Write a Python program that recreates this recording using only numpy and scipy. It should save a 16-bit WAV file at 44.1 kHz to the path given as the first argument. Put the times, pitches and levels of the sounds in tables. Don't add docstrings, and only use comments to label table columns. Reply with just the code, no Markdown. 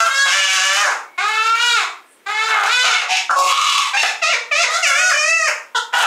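import sys
import numpy as np
from scipy import signal
from scipy.fft import rfft, irfft
from scipy.io import wavfile
from scipy.ndimage import uniform_filter1d

SR = 44100
rng = np.random.default_rng(int(sys.argv[2]) if len(sys.argv) > 2 else 0)


def master(y):
    cut = np.clip(np.atleast_2d(y).T, -1, 1)
    pcm = np.round(cut * 32767)
    wavfile.write(sys.argv[1], SR, pcm.astype(np.int16))


N = 267334

# time in seconds, pitch in Hz before the plunge, effort in dB, beak level in dB,
# treble level in dB.
CALLS = [ (0.74, 0.34, .79, 1320, 830, 2620, 1700, -22.5, -1, 6, [(0.0, 703.6, 5.5, -5, -8),
         (.034, 660, -9.5, -19, -11), (.068, 671, -5.5, -11, -14), (.1, 664, -28, -8, -15)]),
         (0.23, 0.086, 1, 1620, 960, 2900, 1400, -35, 7.5, 5.5, [(.04, 524.3, -10, -9, -6.5),
         (.11, 537.8, -14, -9, -5.5), (.222, 556, -9.5, -14, -2.5), (.272, 557, -18, 5, -4),
         (.3, 521, -4, 16, -6)]),
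         (0.92, 0.217, .9, 1486, 1330, 2660, 1530, -15.5, -2, -0.5, [(.25, 556.5, -6, -20, -12),
         (.284, 515, -16, 2, -3), (.335, 583, -12.5, 2.5, -4), (.454, 574.6, -17.5, 6.5, -5),
         (.586, 564.6, -20, 0.5, -2), (.752, 591, -20.5, -1, -5), (.822, 617.5, -16, -11, -7),
         (.87, 539, -14.5, -24, -11), (.94, 381.6, -25, -2, -9.5)]),
         (.097, 0.113, 0.92, 1360, 934, 2460, 990, -54, 12.5, 6.5, [(1.175, 339.7, -21, 0.5, -14),
         (1.211, 398, -25.5, -5.5, -9.5), (1.301, 432.1, -25, -8, -10.5), (1.43, 444.6, -23, -3.5, -9.5),
         (1.58, 464.7, -13, -5, -12), (1.63, 484.2, -13, -3, -4.5), (1.74, 470.3, -13, -5, -4.5),
         (1.773, 428.5, -13, -1.5, -5.5), (1.837, 330, -21, -0.5, -7), (1.86, 325, -45, 14, -16)]),
         (0.23, 0.041, 0.98, 1346, 1100, 2330, 1100, -27, 14, 6, [(2.258, 380, -27.5, -6, -12),
         (2.306, 421.4, -27.5, -4, -11), (2.46, 449.4, -24, -2.5, -7), (2.56, 425.4, -20, -3, -15.5),
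         (2.632, 393.6, -26, -16, -18), (2.734, 498.2, -15, 1.5, -0.5), (2.836, 505.2, -17.5, 0.5, -0.5),
         (2.906, 446, -13, 0.5, -9.5), (2.97, 442.6, -16.5, 16, -4)]),
         (1.8, 0.89, 1, 1300, 910, 2400, 2600, -15, 11, 1.5, [(2.48, 726, -27, -10, -14),
         (2.56, 713, -19.5, -7, -14.5), (2.68, 724, -19, -8, -8.5)]),
         (1.15, 0.706, .58, 1290, 790, 2520, 1440, -9.5, 3.5, -7.5, [(2.82, 619.6, -25, -22, -3),
         (2.854, 741.5, -11.5, 2.5, -4), (3.018, 718, -21.5, 9, -7.5), (3.05, 719, -16, -19, -23)]),
         (1.64, 0.39, 0.96, 834, 244, 2470, 1340, -31, 2, -7, [(3.08, 552, -26, 0, -5),
         (3.119, 556.2, -16.5, 3.5, -7), (3.153, 576.3, -22, 17, -2), (3.21, 576, -27, 16, -4)]),
         (1.2, 0.98, 1, 1230, 580, 2600, 1200, -21, -8, -4, [(3.292, 770, -10, -18, -18),
         (3.302, 695, 1.5, -28, -20), (3.325, 620, -21, -21, -15), (3.36, 615, -17, -19, -18)]),
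         (0.77, 0.28, .9, 1105, 330, 2540, 540, -11, 1, 6, [(3.355, 559, -10, -25, -15),
         (3.379, 550.2, -4, -21.5, -13.5), (3.467, 547.3, -11, -2.5, -8.5), (3.54, 545, -17, -4, -4)]),
         (0.68, .85, 0.71, 1154, 395, 2540, 1600, -65, 8, -2.5, [(3.44, 550.8, -21, -8, -8),
         (3.51, 555, -6, -5.5, -10), (3.592, 569.6, -11, -5.5, -6.5), (3.808, 564.3, -14, -2, -3),
         (3.854, 519, -22.5, 4.5, -8), (3.9, 452, -20, -12, -3)]),
         (0.59, 0.352, 0.8, 1820, 1500, 2490, 1100, -5.5, 5, -3, [(3.93, 786, -14, -2, -11),
         (3.962, 805, -21.5, 2, -10), (3.975, 912.5, -14, 10, -8), (4.032, 901.5, -20, 10, -1),
         (4.12, 888, -23, 2, -7)]),
         (0.11, .06, .94, 1100, 2600, 2440, 940, 0.5, 5, -5.5, [(4.215, 720, -18, 9, -14),
         (4.239, 609.6, -15, 2, -4.5), (4.309, 727.6, -22.5, 8, -6.5), (4.343, 475, -12, 12, -6.5),
         (4.36, 486, -12, 18, -20)]),
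         (0.14, 0.069, .94, 1300, 900, 2340, 980, 1, 1.5, -3.5, [(4.51, 660, -8, 7, -30),
         (4.526, 573.5, -14, 14.5, -11.5), (4.62, 714, -13.5, 8, -2.5), (4.642, 531.7, -11.5, 16.5, -0.5),
         (4.66, 478, -4, -3, -9)]),
         (0.35, 0.033, 0.78, 1350, 910, 2120, 1040, -10, 6, 5, [(4.675, 590, -19, -2, -12),
         (4.75, 684, -19, -1.5, -0.5), (4.79, 765, -31, -14, -2), (4.82, 755, -48, -12, -18)]),
         (0.013, 0.032, .7, 1870, 1690, 2620, 940, -12, -18, -1.5, [(4.822, 733, -17, -8, -8),
         (4.832, 704, -11, -2, -5.5), (4.858, 583.6, -9.5, 8, -7.5), (4.918, 530.8, -14, -2, -21),
         (5.014, 641.5, -10, 2.5, -8), (5.108, 627.5, -21.5, 3, 3.5), (5.146, 595.2, -9, -1, -13),
         (5.214, 610.4, -15, 0, -7.5), (5.276, 645.4, -11.5, -3.5, -7), (5.342, 666.6, -13.5, -1.5, -9),
         (5.476, 604, -15.5, -25, -8), (5.5, 591, -3, 9.5, -16)]),
         (0, 0.067, .78, 1590, 980, 3200, 2600, -17.5, 0, 5, [(4.86, 737, -9, -20, 2.5),
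         (4.914, 670, -14, 4, -7.5), (4.982, 730, -15.5, -10, -2), (5.092, 738, -16.5, -11, -5),
         (5.13, 654, 1, -19, -16)]),
         (0, 0.22, 0.98, 1180, 990, 3220, 1030, -23, 7, 5.5, [(5.746, 510.7, -6.5, -11, -28),
         (5.767, 450, -23.5, -2, -2), (5.8, 432, -40, -9, -1)]),
         (0.56, 0.63, 1, 1390, 1480, 2920, 1300, -8.5, 6.5, 5.5, [(5.922, 496, -34, -17, -26),
         (5.94, 472, -8.5, -7, -10.5), (5.968, 492.5, -14, -3.5, -8), (6.062, 417, -10, -5, -12.5)]), ]
# start in seconds, level in dB, ring in Hz.
BEAK_CLACKS = [(4.032, -10.5, 755)]
# start in seconds, length in seconds, mean pitch in Hz, level in dB.
FAINT_WHISTLES = [(1.035, 0.11, 2240, -47), (2.015, 0.099, 1707, -61), (2.15, 0.11, 2230, -69)]
# centre in Hz, width in Hz, level in dB before the tilt of the call.
WINDPIPE_OVERTONES = [(5280, 1700, 2.5), (6536, 1100, 4.5), (7370, 1900, 0.5), (9840, 2500, -10.5),
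                      (11600, 2100, -13.5), (14400, 5900, -21)]
# centre in Hz, width in Hz, relative level in dB.
THIN_HISS_BANDS = [(6250, 300, -8), (7400, 410, 8), (8350, 350, 17), (9500, 680, 11), (10650, 480, 9)]
# frequency in Hz, time to fall by 60 dB in seconds.
ROOM_DECAY = [(250, 0.34), (660, 0.38), (1740, 0.3), (4590, 0.27), (12000, 0.28)]
# frequency in Hz, relative density in dB per Hz.
NOISE_SPECTRUM = [(25, -14), (150, -23), (230, -8.5), (390, -3), (700, -9), (2250, -8.5), (4900, -21),
                  (15500, -25)]

CHEST_HZ, CHEST_WIDTH_HZ = 724, 572
PALATE_HZ, PALATE_WIDTH_HZ = 3670, 1150
THROAT_FOLLOW, BEAK_FOLLOW = 0.65, 0.46
PULSE_TOP_HZ = 8200
PLUNGE_S = .035
ATTACK_S, RELEASE_S = 0.013, .015
ROUGH_PER_SAG = .35
ROUGH_PER_DB, FIRM_DB = .008, -15
HISS_PEAK_S, HISS_DB, HISS_RISE_DB_PER_S, HISS_FALL_DB_PER_S = 2.124, -58, 130, 350
ROOM_DB = 2
NOISE_DB = -53.5
EDGE_HZ = 15680


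def amp(db):
    return 10 ** (np.asarray(db) / 20)


def evened(x):
    return x / np.sqrt(np.mean(x ** 2) + 1e-20)


def steadied(x, size=1500):
    return x / np.sqrt(uniform_filter1d(x ** 2, size, mode="reflect") + 1e-12)


def read(points, hz):
    f, value = np.transpose(points)
    return np.interp(np.log(hz + 1), np.log(f + 1), value)


def add(mix, s, sound):
    part = mix[max(round(s * SR), 0):][:len(sound)]
    part += sound[:len(part)]


def resonate(x, hz, width, count=1):
    turn = np.exp(2j * np.pi * np.cumsum(hz * np.ones(len(x))) / SR)
    r = np.exp(-np.pi * width / SR)
    z = x / turn
    for _ in range(count):
        z = signal.lfilter([1 - r], [1, -r], z)
    return 2 * (turn * z).real


def ring(x, hz, width):
    return signal.lfilter(*signal.iirpeak(hz, hz / width, SR), x)


def syrinx(hz, rough, third):
    wobble, breath, grip = rng.standard_normal((len(hz), 3)).T
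    jitter = (0.0015 + 0.0402 * rough) * evened(uniform_filter1d(wobble, size=200))
    slow_waver = uniform_filter1d(uniform_filter1d(grip, size=1500), size=1500)
    jitter += 0.01497 * rough * evened(slow_waver)
    turns = np.cumsum(hz * (1 + jitter)) / SR

    pulses = sum(np.cos(2 * np.pi * k * turns) / (1 + (k * hz / PULSE_TOP_HZ) ** 4) for k in range(1, 28))
    pulses = pulses * (1 + third * np.cos(2 * np.pi * turns / 3 + 1))
    pulses = pulses * amp(6.2 * rough * evened(uniform_filter1d(grip, size=400)))

    puffs = (1.4 + np.exp(-(turns % 1) / 0.12)) * breath
    puffs *= amp(7.9 * evened(uniform_filter1d(wobble, size=350)))
    drive = np.sqrt(1 - rough ** 2) * evened(pulses) + rough * evened(puffs)
    airy = drive + (0.037 + 2.0 * rough) * evened(puffs)
    return drive, airy


def windpipe(airy, palate_db, tilt_db):
    modes = [(PALATE_HZ, PALATE_WIDTH_HZ, palate_db)]
    lowest_hz = WINDPIPE_OVERTONES[0][0]
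    for hz, width, db in WINDPIPE_OVERTONES:
        modes.append((hz, width, db + tilt_db * np.log2(hz / lowest_hz)))
    return sum((-1) ** k * amp(db) * ring(ring(airy, f, w), f, w) for k, (f, w, db) in enumerate(modes))


def squawk(third, rough, plunge, throat_hz, throat_width_hz, beak_hz, beak_width_hz,
           chest_db, palate_db, tilt_db, rows):
    s, *columns = np.transpose(rows)
    t = np.arange(s[0], s[-1], 1 / SR)
    hz, effort_db, beak_db, treble_db = (np.interp(t, s, c) for c in columns)
    relative_pitch = hz / hz.mean()
    throat_hz = throat_hz * relative_pitch ** THROAT_FOLLOW
    beak_hz = beak_hz * relative_pitch ** BEAK_FOLLOW

    slack = np.clip(1 - (s[-1] - t) / PLUNGE_S, 0, 1) * (1 - min(plunge, 1))
    sag = 1 - hz / hz.max()
    weakness_db = np.clip(FIRM_DB - effort_db, 0, 15)
    rough = np.clip(rough + ROUGH_PER_SAG * sag + ROUGH_PER_DB * weakness_db + slack, 0, 1)
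    drive, airy = syrinx(hz * (1 - slack), rough, third)

    throat = steadied(resonate(drive, throat_hz, throat_width_hz, count=3))
    chest = amp(chest_db) * steadied(resonate(drive, CHEST_HZ, CHEST_WIDTH_HZ, count=3))
    beak = amp(beak_db) * steadied(resonate(drive, beak_hz, beak_width_hz, count=3))
    treble = amp(treble_db) * steadied(windpipe(airy, palate_db, tilt_db))
    voice = steadied(throat - chest - beak) + treble
    edges = np.clip(np.minimum((t - s[0]) / ATTACK_S, (s[-1] - t) / RELEASE_S), 0, 1)
    return s[0], amp(effort_db) * edges * voice


def clack(s, level_db, hz):
    t = np.arange(round(.03 * SR)) / SR
    noise = ring(ring(rng.standard_normal(len(t)), 1570, 2100), 1700, 2200)
    tick = evened(noise) * np.exp(-t / 0.0057)
    hollow = np.sin(2 * np.pi * hz * t) * np.exp(-t / 0.0037)
    return s, amp(level_db) * (2.66 * tick + hollow)


def whistle(s, length, hz, level_db):
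    t = np.arange(0, length, 1 / SR)
    waver = 1 + 0.01 * evened(uniform_filter1d(rng.standard_normal(len(t)), size=600))
    tone = np.sin(2 * np.pi * np.cumsum(hz * waver) / SR)
    return s, amp(level_db) * tone * signal.windows.tukey(len(t), .6)


def hiss():
    t = np.arange(-SR // 10, SR // 10) / SR
    noise = rng.standard_normal(len(t))
    bands = sum(amp(db) * resonate(noise, f, w, count=2) for f, w, db in THIN_HISS_BANDS)
    level_db = HISS_DB + np.minimum(HISS_RISE_DB_PER_S * t, -HISS_FALL_DB_PER_S * t)
    return HISS_PEAK_S + t[0], amp(level_db) * evened(bands) * np.hanning(len(t)) ** .5


def room(x):
    taps = np.zeros(SR)
    at = np.arange(200, SR - 20, 20)
    taps[at + rng.integers(0, 20, len(at))] = rng.choice([-1., 1.], len(at))
    hz, t, z = signal.stft(taps, SR, nperseg=256)
    decay = amp(-60 * t / read(ROOM_DECAY, hz)[:, None])
    tail = signal.istft(z * decay, SR, nperseg=256)[1]
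    return signal.fftconvolve(x, tail / np.linalg.norm(tail))[:N]


def air():
    hz = np.fft.rfftfreq(N, 1 / SR)
    spectrum = rfft(rng.standard_normal(N)) * amp(read(NOISE_SPECTRUM, hz))
    return amp(NOISE_DB) * evened(irfft(spectrum, N))


def scene():
    birds = np.zeros(N)
    for call in CALLS:
        add(birds, *squawk(*call))
    for row in BEAK_CLACKS:
        add(birds, *clack(*row))
    for row in FAINT_WHISTLES:
        add(birds, *whistle(*row))
    add(birds, *hiss())
    return np.tile(birds + amp(ROOM_DB) * room(birds), (2, 1))


def record(dry):
    bass_cut = signal.butter(4, 330, "high", fs=SR, output="sos")
    heard = amp(3.0) * signal.sosfilt(bass_cut, dry) + air()

    power_db = 10 * np.log10(uniform_filter1d((heard ** 2).mean(0), size=300) + 1e-12)
    fall = np.arange(N) * 54.7 / SR
    held_peak_db = np.maximum.accumulate(power_db + fall) - fall
    over_db = np.maximum(held_peak_db + 14.5, 0)
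    held = heard / amp(0.85 * uniform_filter1d(over_db, size=400))
    held = .95 * np.tanh(held / .95)

    held = signal.sosfilt(signal.butter(1, 110, "high", fs=SR, output="sos"), held)
    band_limit = signal.firwin(1535, EDGE_HZ, window=("kaiser", 9), fs=SR)
    return signal.oaconvolve(held, band_limit[None], "same")


dry = scene()
out = record(dry)
master(out)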